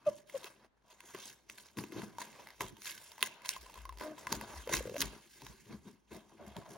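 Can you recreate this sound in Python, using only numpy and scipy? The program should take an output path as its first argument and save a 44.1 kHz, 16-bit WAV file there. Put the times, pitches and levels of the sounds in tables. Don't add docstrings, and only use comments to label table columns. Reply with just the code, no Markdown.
import sys
import numpy as np
from scipy import signal
from scipy.fft import rfft, irfft, next_fast_len
from scipy.io import wavfile
from scipy.ndimage import uniform_filter1d

SR = 44100
rng = np.random.default_rng(int(sys.argv[2]) if len(sys.argv) > 2 else 0)


def wav_out(sig):
    wavfile.write(sys.argv[1], SR, np.round(np.clip(np.atleast_2d(sig).T, -1, 1) * 32767).astype(np.int16))


N = 298682

# time of the crack's peak in seconds, peak of the flap layer in dB,
# pitch of the freed flap in Hz, board note relative to the flap layer in dB.
SNAPS = [(.185, -51, 3000, -11), (0.298, -41, 2070, -29), (0.433, -43, 3580, -24), (0.4439, -32, 3900, -28),
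         (1.0056, -40, 2060, -13.5), (1.148, -38.5, 2500, -10), (1.499, -34, 2340, -48),
         (1.5837, -40.5, 2140, -17), (1.7718, -36.5, 2620, -11), (1.7875, -32, 1720, -9),
         (1.839, -37.5, 2460, -8), (1.922, -41, 1940, -18), (2.0193, -37, 1590, -11),
         (2.185, -35.5, 6600, 1.5), (2.217, -34.5, 1890, -4), (2.472, -39, 1810, -10),
         (2.488, -43.5, 1860, -16), (2.505, -42.5, 1920, -15), (2.608, -24.5, 1960, -6.5),
         (2.769, -47.5, 3000, -9), (2.82, -36.5, 6300, -52), (2.857, -31, 4800, -37),
         (2.917, -33.5, 4030, -38), (2.946, -43.5, 4000, -42), (2.979, -39.5, 2940, -37),
         (3.1186, -39.5, 3800, -12.5), (3.1812, -40.5, 1900, -6.5), (3.193, -48, 2000, -4),
         (3.2084, -37.5, 3920, -21), (3.2155, -36, 3600, -12), (3.2277, -10, 2920, -21.5),
         (3.42, -46, 2100, -31), (3.4492, -39, 1550, -6), (3.459, -32.5, 3500, -11),
         (3.4915, -12.5, 5360, -29), (3.547, -45, 3000, -5), (3.5646, -37, 3000, -2),
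         (3.664, -48, 2960, -2), (3.699, -46.5, 2480, -4), (3.742, -43, 3650, -11), (3.757, -47.5, 5000, 1),
         (3.777, -49, 2500, 3), (3.854, -39, 1340, -0.5), (3.893, -40.5, 1530, 1),
         (3.9256, -49.5, 1980, 2.5), (3.974, -45.5, 3100, -11), (3.986, -40.5, 5000, -20),
         (3.999, -42.5, 2120, -32), (4.011, -34, 1960, -9), (4.033, -53, 1590, -14),
         (4.165, -55.5, 2000, -8), (4.18, -45, 2000, -8), (4.2702, -26, 1600, -8),
         (4.3229, -22.5, 5060, -32), (4.3263, -17, 6050, -13), (4.3522, -30.5, 6900, -30),
         (4.4123, -33, 1710, -5.5), (4.675, -37.5, 1890, -11), (4.693, -32, 2270, -11),
         (4.727, -27, 1750, -7), (4.7403, -21, 1790, -13), (4.769, -22.5, 5500, -38),
         (4.854, -47.5, 2700, -18), (4.873, -42.5, 2610, -15), (4.897, -42.5, 2940, -30),
         (4.944, -42.5, 2570, -19), (4.9656, -32, 2460, -30), (4.982, -29, 5940, -35),
         (5.0061, -16.5, 6160, -64), (5.017, -16, 6200, -42), (5.019, -15.5, 4920, -38),
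         (5.0233, -19, 3170, -22), (5.4201, -41.5, 3680, -6), (5.467, -36, 3305, -12),
         (6.5667, -38, 3350, -4.5)]
# pitch in Hz, relative level in dB.
FLAP_MODES = [(1750, -22.5), (2030, -0.5), (2650, -2), (3400, -10.5), (4700, -6), (6500, 6)]
SNAP_S, SNAP_SLOWING = 0.0002, 0.035
CRACK_DB, CRACK_GROWTH = -3.5, 0.0222
GRIT_DB, GRIT_GROWTH = -8, -0.26
FLAP_CYCLES = 1
FLAP_T60_CYCLES = 45
FLAP_REACH_DB = 11
FLAP_RING_DB, FLAP_SCATTER = -8.5, 0.03

# peak in seconds, rise in seconds, fibre crackle in dB, board ring in dB,
# hollow boom in dB.
TUGS = [(0.073, 0.03, -57, -55.5, -49.5), (0.179, 0.18, -64.5, -102, -65), (0.296, 0.016, -64, -66, -59.5),
        (0.363, 0.057, -54, -55, -64), (0.456, 0.078, -55.5, -54.5, -63.5), (0.911, 0.055, -63.5, -66, -92),
        (1.087, 0.0074, -58, -59, -72), (1.15, 0.022, -81, -57, -61), (1.267, 0.19, -49, -64, -65),
        (1.499, 0.016, -55, -67, -64.5), (1.587, 0.053, -55, -68, -69), (1.663, 0.052, -59, -66.5, -93),
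        (1.782, 0.013, -45.5, -50.5, -39.5), (1.93, 0.013, -56.5, -80, -69),
        (1.987, 0.1, -57.5, -53, -41.5), (2.038, 0.17, -57.5, -56, -62), (2.205, 0.021, -49.5, -50, -58),
        (2.336, 0.3, -62, -62, -63), (2.4, 0.086, -64, -59.5, -81), (2.609, 0.011, -43, -48, -42.5),
        (2.874, 0.057, -40, -59, -68), (3.245, 0.047, -44.5, -54, -57.5), (3.457, 0.019, -44.5, -61, -74),
        (3.505, 0.024, -43.5, -81, -84), (3.61, 0.0067, -54.5, -81, -84), (3.78, 0.17, -58, -65, -80),
        (4.019, 0.035, -49, -47, -86), (4.183, 0.0045, -53, -52, -60), (4.332, 0.084, -49.5, -48, -42),
        (4.428, 0.044, -63, -55.5, -49), (4.696, 0.012, -51, -45, -40), (4.738, 0.03, -34, -41, -44.5),
        (4.87, 0.14, -89, -64, -44.5), (5.023, 0.083, -43, -48, -44.5), (5.16, 0.031, -68, -68, -59.5),
        (5.466, 0.14, -60, -57.5, -56), (5.724, 0.081, -67, -57.5, -47.5),
        (5.882, 0.052, -61.5, -62.5, -56), (6.115, 0.0087, -67, -56.5, -46.5),
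        (6.151, 0.068, -56.5, -63, -62), (6.421, 0.1, -81, -79, -53), (6.48, 0.063, -61.5, -74, -58),
        (6.58, 0.033, -62.5, -83, -54.5), (6.72, 0.058, -56, -64.5, -52)]
# time in seconds, crackle between tugs in dB, board ring between tugs in dB.
HANDLING = [(0, -99, -70), (.2, -70, -86), (.24, -105, -105), (.275, -64, -99), (.645, -98, -62.5),
            (.7, -111, -90), (.85, -105, -78.5), (1.06, -63, -66), (1.45, -80, -78), (2.14, -74, -69),
            (2.42, -67, -63.5), (2.76, -73, -73), (3.05, -57, -66), (3.39, -81, -65.5), (3.65, -77, -64.5),
            (4.15, -73, -63.5), (4.56, -57, -55.5), (4.68, -64, -65), (4.82, -62.5, -74), (5.15, -65, -58),
            (5.32, -63.5, -83.5), (5.62, -65, -80), (5.99, -84, -99), (6.09, -94, -87), (6.3, -73, -69.5),
            (6.77, -94, -59.5)]
HANDLING_HOLLOW_DB = -4
RISE_DB = 20
FIBRE_FALL_DB_PER_S, BOARD_FALL_DB_PER_S, HOLLOW_FALL_DB_PER_S = 224.5, 184.5, 148.5
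# frequency in Hz, relative density in dB per Hz.
FIBRE_COLOUR = [(710, -43), (1200, -38.5), (1550, -4), (2040, -5.5), (2970, -17.5), (6960, -3),
                (10400, -11), (13800, -12), (16100, -16), (16800, -76.5)]
# pitch in Hz, width in Hz, relative level in dB.
SCRAPE_MODES = [(1730, 390, -6), (2920, 84, -11), (2980, 1780, 12)]
# pitch in Hz, width in Hz, relative level in dB.
BOARD_MODES = [(700, 120, 4), (724, 81, 8), (878, 550, 20), (1015, 40, 27), (1200, 1500, 4)]
# pitch in Hz, width in Hz, relative level in dB.
HOLLOW_MODES = [(94.4, 18, -12), (136.3, 62, -3.5), (216, 14.3, 5), (265, 29, 0), (335, 34.5, 1.5),
                (410.4, 32.2, -3)]

# start in seconds, peak level in dB, starting pitch in Hz.
SLIPS = [(.443, -45.5, 397), (1.146, -37.5, 377), (1.771, -44, 308), (1.783, -37, 338), (1.836, -37.5, 316),
         (1.923, -38.5, 333), (1.962, -32.5, 316), (1.981, -43, 327), (1.996, -40, 216), (2.03, -37.5, 214),
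         (2.604, -43, 950), (3.228, -41, 403), (4.009, -41, 282), (4.32, -32, 230), (4.673, -34.5, 492),
         (4.694, -34.5, 620), (4.716, -39, 484), (4.806, -36, 513), (4.854, -36, 503), (4.874, -35.5, 505),
         (4.894, -38.5, 497), (4.92, -42, 493), (4.942, -37, 550), (4.956, -35.5, 580), (4.965, -32.5, 616),
         (5.694, -47, 237), (5.74, -41, 206), (5.864, -44.5, 212), (6.115, -51, 372), (6.151, -46, 220),
         (6.473, -41, 216), (6.564, -41.5, 181)]
SLIP_SAG, SLIP_GRIT_DB = 0.0055, -19

# start in seconds, length in seconds, first pitch in Hz, last pitch in Hz,
# level in dB, half pitch relative to the main tone in dB, roughness from 0 to 1.
SQUEAKS = [(0.058, .043, 634, 562, -28.5, -38, 0.03), (0.334, 0.044, 583, 509, -38, -45, 0.2),
           (3.989, .185, 591, 621, -51, -0.5, 0.49), (4.972, 0.074, 555, 530, -64.5, 19.5, 0.05)]
OCTAVE_DB, SQUEAK_EDGES = -20.5, 0.76

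# peak in seconds, hold in seconds, level in dB.
SCUFFS = [(6.13, 0.046, -61.5), (6.397, 0.034, -54.5), (6.561, 0.017, -55), (6.66, 0.15, -58)]
# pitch in Hz, width in Hz, relative level in dB.
SCUFF_MODES = [(680, 130, 5), (1240, 2100, -18)]
SCUFF_RISE_S, SCUFF_FALL_DB_PER_S = 0.011, 154

# peak in seconds, hold in seconds, level in dB.
THUMPS = [(2.657, .01, -53.5), (3.59, 0.083, -60), (3.798, 0.18, -51.5), (4.358, 0.012, -48.5),
          (4.586, 0.012, -47), (4.774, 0.011, -42.5), (5.058, 0.012, -46.5), (5.483, 0.0083, -57),
          (5.75, 0.015, -62), (6.146, 0.0082, -64), (6.476, 0.051, -62)]
FLOOR_HZ, FLOOR_WAVER = 54, 0.19
THUMP_RISE_S, THUMP_FALL_DB_PER_S, RUMBLE_DB = 0.081, 268, -80

# delay in seconds, level in dB.
ECHOES = [(.0021, -7), (0.0105, -15.5)]
# frequency in Hz, time to fall 60 dB in seconds.
ROOM_DECAY = [(200, 0.83), (600, 0.6), (4000, 0.56), (12000, 0.011)]
ROOM_DB = -22

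# frequency in Hz, lead of the left port in radians.
PORT_LEAD = [(0, 0), (3700, -.2), (6460, 1), (7750, 2.8), (8870, 3.3), (10100, 6), (11600, 6.5),
             (12600, 9.1), (14400, 9.9), (15200, 12.5)]
# frequency in Hz, left minus right in dB.
PORT_TILT = [(60, 5.5), (180, 2.5), (550, 4), (1650, -1), (4970, -4.5), (15000, 3.5)]
LOW_CUT_HZ, EDGE_HZ = 61.5, 16700

# frequency in Hz, relative density in dB per Hz.
HUSH_COLOUR = [(30, -4.5), (713, -14.5), (835, -13), (1310, -19), (2200, -25.5), (7090, -38.5),
               (16500, -53.5)]
HUSH_DB = -77.5


def snaps():
    out, t = np.zeros(N), np.arange(1024) / SR
    noise = rng.standard_normal((len(SNAPS), 1024))
    picks = rng.random((len(SNAPS), 1 + len(FLAP_MODES)))
    middle = signal.butter(2, (1300, 6500), "band", fs=SR)
    treble = signal.butter(2, (4000, 15000), "band", fs=SR)
    mode_hz, mode_db = np.transpose(FLAP_MODES)[..., None]
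    for (s, db, hz, note_db), hiss, (share, *shifts) in zip(SNAPS, noise, picks):
        parting = SNAP_S * np.exp(-SNAP_SLOWING * db)
        burst = hiss * t / parting * np.exp(-t / parting)
        moved = mode_hz * (1 + FLAP_SCATTER * (2 * np.reshape(shifts, (-1, 1)) - 1))
        distance_db = FLAP_REACH_DB * abs(np.log2(moved / hz))
        decay_db = 60 * t * moved / FLAP_T60_CYCLES
        rings = amp(mode_db - distance_db - decay_db) * np.sin(2 * np.pi * moved * t)
        swing = np.sin(2 * np.pi * hz * t) * np.exp(-hz * t / FLAP_CYCLES)
        flap = peaked(swing) + amp(FLAP_RING_DB) * peaked(rings.sum(0))
        grit = amp(GRIT_GROWTH * db + GRIT_DB) * peaked(burst)
        body = peaked(signal.lfilter(*middle, flap + grit))
        crack = amp(CRACK_DB + CRACK_GROWTH * db) * peaked(signal.lfilter(*treble, burst))
        note = np.sin(2 * np.pi * (870 + 200 * share) * t)
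        note *= (1 - np.exp(-t / 0.00014)) * amp(-60 * t / 0.036)
        add(out, s - parting, amp(db) * (body + crack + amp(note_db) * peaked(note)))
    return out


def rustle():
    torn = papery(grains(per_s=180, spread_db=1.5, length_s=0.0019, bed=0.63),
                  grains(per_s=200, spread_db=3.0, length_s=0.0021, bed=0.69))
    slid = papery(grains(per_s=290, spread_db=0.5, length_s=0.0057, bed=0.59),
                  grains(per_s=710, spread_db=14.5, length_s=0.005, bed=2.2))
    catches = grains(per_s=200, spread_db=2.2, length_s=.005, bed=.7)
    board = patchy(ring(catches, BOARD_MODES), patchy_db=2.2)
    tearing = effort(column=2, fall_db_per_s=FIBRE_FALL_DB_PER_S, between_db=-np.inf)
    sliding = amp(curve(HANDLING))
    catching = effort(column=3, fall_db_per_s=BOARD_FALL_DB_PER_S, between_db=curve(HANDLING, column=2))
    return tearing * torn + sliding * slid + catching * board


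def papery(crackle, scrape):
    fine = evened(coloured(crackle, FIBRE_COLOUR))
    dull = amp(-4.0) * evened(ring(scrape, SCRAPE_MODES))
    return patchy(fine + dull, patchy_db=2.5)


def flex():
    boom = ring(grains(per_s=91, spread_db=1.0, length_s=0.0077, bed=0.34), HOLLOW_MODES)
    between_db = curve(HANDLING, column=2) + HANDLING_HOLLOW_DB
    return effort(column=4, fall_db_per_s=HOLLOW_FALL_DB_PER_S, between_db=between_db) * evened(boom)


def slips():
    out, t = np.zeros(N), np.arange(3000) / SR
    for (s, db, hz), hiss in zip(SLIPS, rng.standard_normal((len(SLIPS), 3000))):
        turns = hz * t
        grit = evened(ring(hiss, [(1.09 * hz, 1.3 * hz, 0)])) * amp(SLIP_GRIT_DB + 1.1 * turns)
        tone = np.sin(2 * np.pi * np.log1p(SLIP_SAG * turns) / SLIP_SAG)
        push = amp(-6.5 * turns) * (1 - np.exp(-turns / 2.4))
        add(out, s, amp(db) * peaked(push * (tone + grit)))
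    return out


def squeaks():
    out = np.zeros(N)
    for s, length, first_hz, last_hz, db, half_db, rough in SQUEAKS:
        size = round(length * SR)
        wander = rng.standard_normal((3, 9000))
        drift, *grips = (evened(uniform_filter1d(c, size=220)[:size]) for c in wander)
        hz = np.linspace(first_hz, last_hz, size) * (1 + 0.081 * rough * drift)
        angle = 2 * np.pi * np.cumsum(hz) / SR
        swell = signal.windows.tukey(size, SQUEAK_EDGES)
        whole, half = swell * (1 + rough * grips[0]), 1 + rough * grips[1]
        tone = whole * (np.sin(angle) + amp(OCTAVE_DB) * np.sin(2 * angle))
        tone += half * amp(half_db) * np.sin(angle / 2)
        add(out, s, np.sqrt(2) * amp(db) * tone * np.sqrt(swell))
    return out


def scuffs():
    s, hold, db = np.transpose(SCUFFS)
    hiss = ring(grains(per_s=1200, spread_db=11.0, length_s=0.0057, bed=0.48), SCUFF_MODES)
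    return swells(s, SCUFF_RISE_S, db, SCUFF_FALL_DB_PER_S, hold) * evened(hiss)


def floor():
    waver = evened(uniform_filter1d(uniform_filter1d(rng.standard_normal(N), size=1500), size=1500))
    note = np.sin(2 * np.pi * np.cumsum(FLOOR_HZ * (1 + FLOOR_WAVER * waver)) / SR)
    s, hold, db = np.transpose(THUMPS)
    return (swells(s, THUMP_RISE_S, db, THUMP_FALL_DB_PER_S, hold) + amp(RUMBLE_DB)) * evened(note)


def ports(x):
    size = next_fast_len(N)
    hz = np.fft.rfftfreq(size, 1 / SR)
    lead = np.interp(hz, *np.transpose(PORT_LEAD))
    half = amp(read(PORT_TILT, hz) / 2) * np.exp(.5j * lead)
    return irfft(rfft(x, size) * np.array([half, 1 / half]), size)[:, :N]


def room(x):
    taps = np.zeros((2, SR // 2))
    at = np.arange(400, SR // 2 - 20, 20) + rng.integers(0, 20, (2, (SR // 2 - 401) // 20))
    np.put_along_axis(taps, at, rng.choice([-1., 1.], at.shape), 1)
    hz, t, z = signal.stft(taps, SR, nperseg=256)
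    decay = amp(-60 * t / read(ROOM_DECAY, hz)[:, None])
    tail = signal.istft(z * decay, SR, nperseg=256)[1]
    tail *= amp(ROOM_DB) / np.linalg.norm(tail[0])
    for s, db in ECHOES:
        tail[[0, 1], round(s * SR) + rng.integers(-30, 30, 2)] += amp(db)
    wet = signal.fftconvolve(x[None], tail, axes=1)[:, :N]
    return np.array([c.std() * patchy(c, patchy_db=4.5) for c in wet])


def hush():
    common, own = rng.standard_normal(N), rng.standard_normal((2, N))
    return amp(HUSH_DB) * evened(coloured(common + 6.8 * own, HUSH_COLOUR))


def grains(per_s, spread_db, length_s, bed):
    hits = rng.exponential(1, N)
    size = amp(spread_db * np.minimum(hits, 3)) * (rng.random(N) < per_s / SR)
    puffs = signal.lfilter([1], [1, -np.exp(-1 / (length_s * SR))], size)
    return evened((bed + evened(puffs)) * rng.standard_normal(N))


def patchy(x, patchy_db):
    hz, t, z = signal.stft(x, SR, nperseg=512)
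    field = rng.standard_normal(z.T.shape)
    for axis in (0, 1):
        field = uniform_filter1d(field, size=10, axis=axis)
    return evened(signal.istft(z * amp(patchy_db * evened(field).T), SR, nperseg=512)[1][:N])


def effort(column, fall_db_per_s, between_db):
    rows = np.transpose(TUGS)
    return np.hypot(swells(rows[0], rows[1], rows[column], fall_db_per_s, 0), amp(between_db))


def swells(peaks_s, rises_s, levels_db, fall_db_per_s, holds_s):
    at = np.arange(0, N, 64)
    t = at / SR - np.reshape(peaks_s, (-1, 1))
    rise, level, hold = (np.reshape(c, (-1, 1)) for c in (rises_s, levels_db, holds_s))
    climb_db = np.minimum(RISE_DB * t / np.maximum(rise, .003), 0)
    db = level + climb_db - fall_db_per_s * np.maximum(t - hold, 0)
    return np.interp(np.arange(N), at, np.sqrt((amp(db) ** 2).sum(0)))


def ring(x, modes):
    out = np.zeros(len(x))
    for k, (hz, width_hz, db) in enumerate(modes):
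        out += (-1) ** k * amp(db) * signal.lfilter(*signal.iirpeak(hz, hz / width_hz, SR), x)
    return out


def coloured(x, points):
    size = next_fast_len(x.shape[-1])
    gain = amp(read(points, np.fft.rfftfreq(size, 1 / SR)))
    return irfft(rfft(x, size) * gain, size)[..., :x.shape[-1]]


def read(points, hz):
    f, value = np.transpose(points)
    return np.interp(np.log(hz + 1), np.log(f + 1), value)


def curve(rows, column=1):
    rows = np.array(rows)
    return np.interp(np.arange(N) / SR, rows[:, 0], rows[:, column])


def add(mix, s, sound):
    part = mix[round(s * SR):][:len(sound)]
    part += sound[:len(part)]


def amp(db):
    return 10 ** (np.asarray(db) / 20)


def evened(x):
    return x / np.sqrt(np.mean(x ** 2) + 1e-20)


def peaked(x):
    return x / abs(x).max()


def scene():
    box = rustle() + flex() + floor() + snaps() + slips() + squeaks() + scuffs()
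    return ports(box) + room(box) + hush()


def record(dry):
    heard = signal.lfilter(*signal.butter(3, LOW_CUT_HZ, "high", fs=SR), dry)
    band_limit = signal.firwin(511, EDGE_HZ, window=("kaiser", 9), fs=SR)
    return signal.oaconvolve(heard, band_limit[None], "same")


dry = scene()
out = record(dry)
wav_out(out)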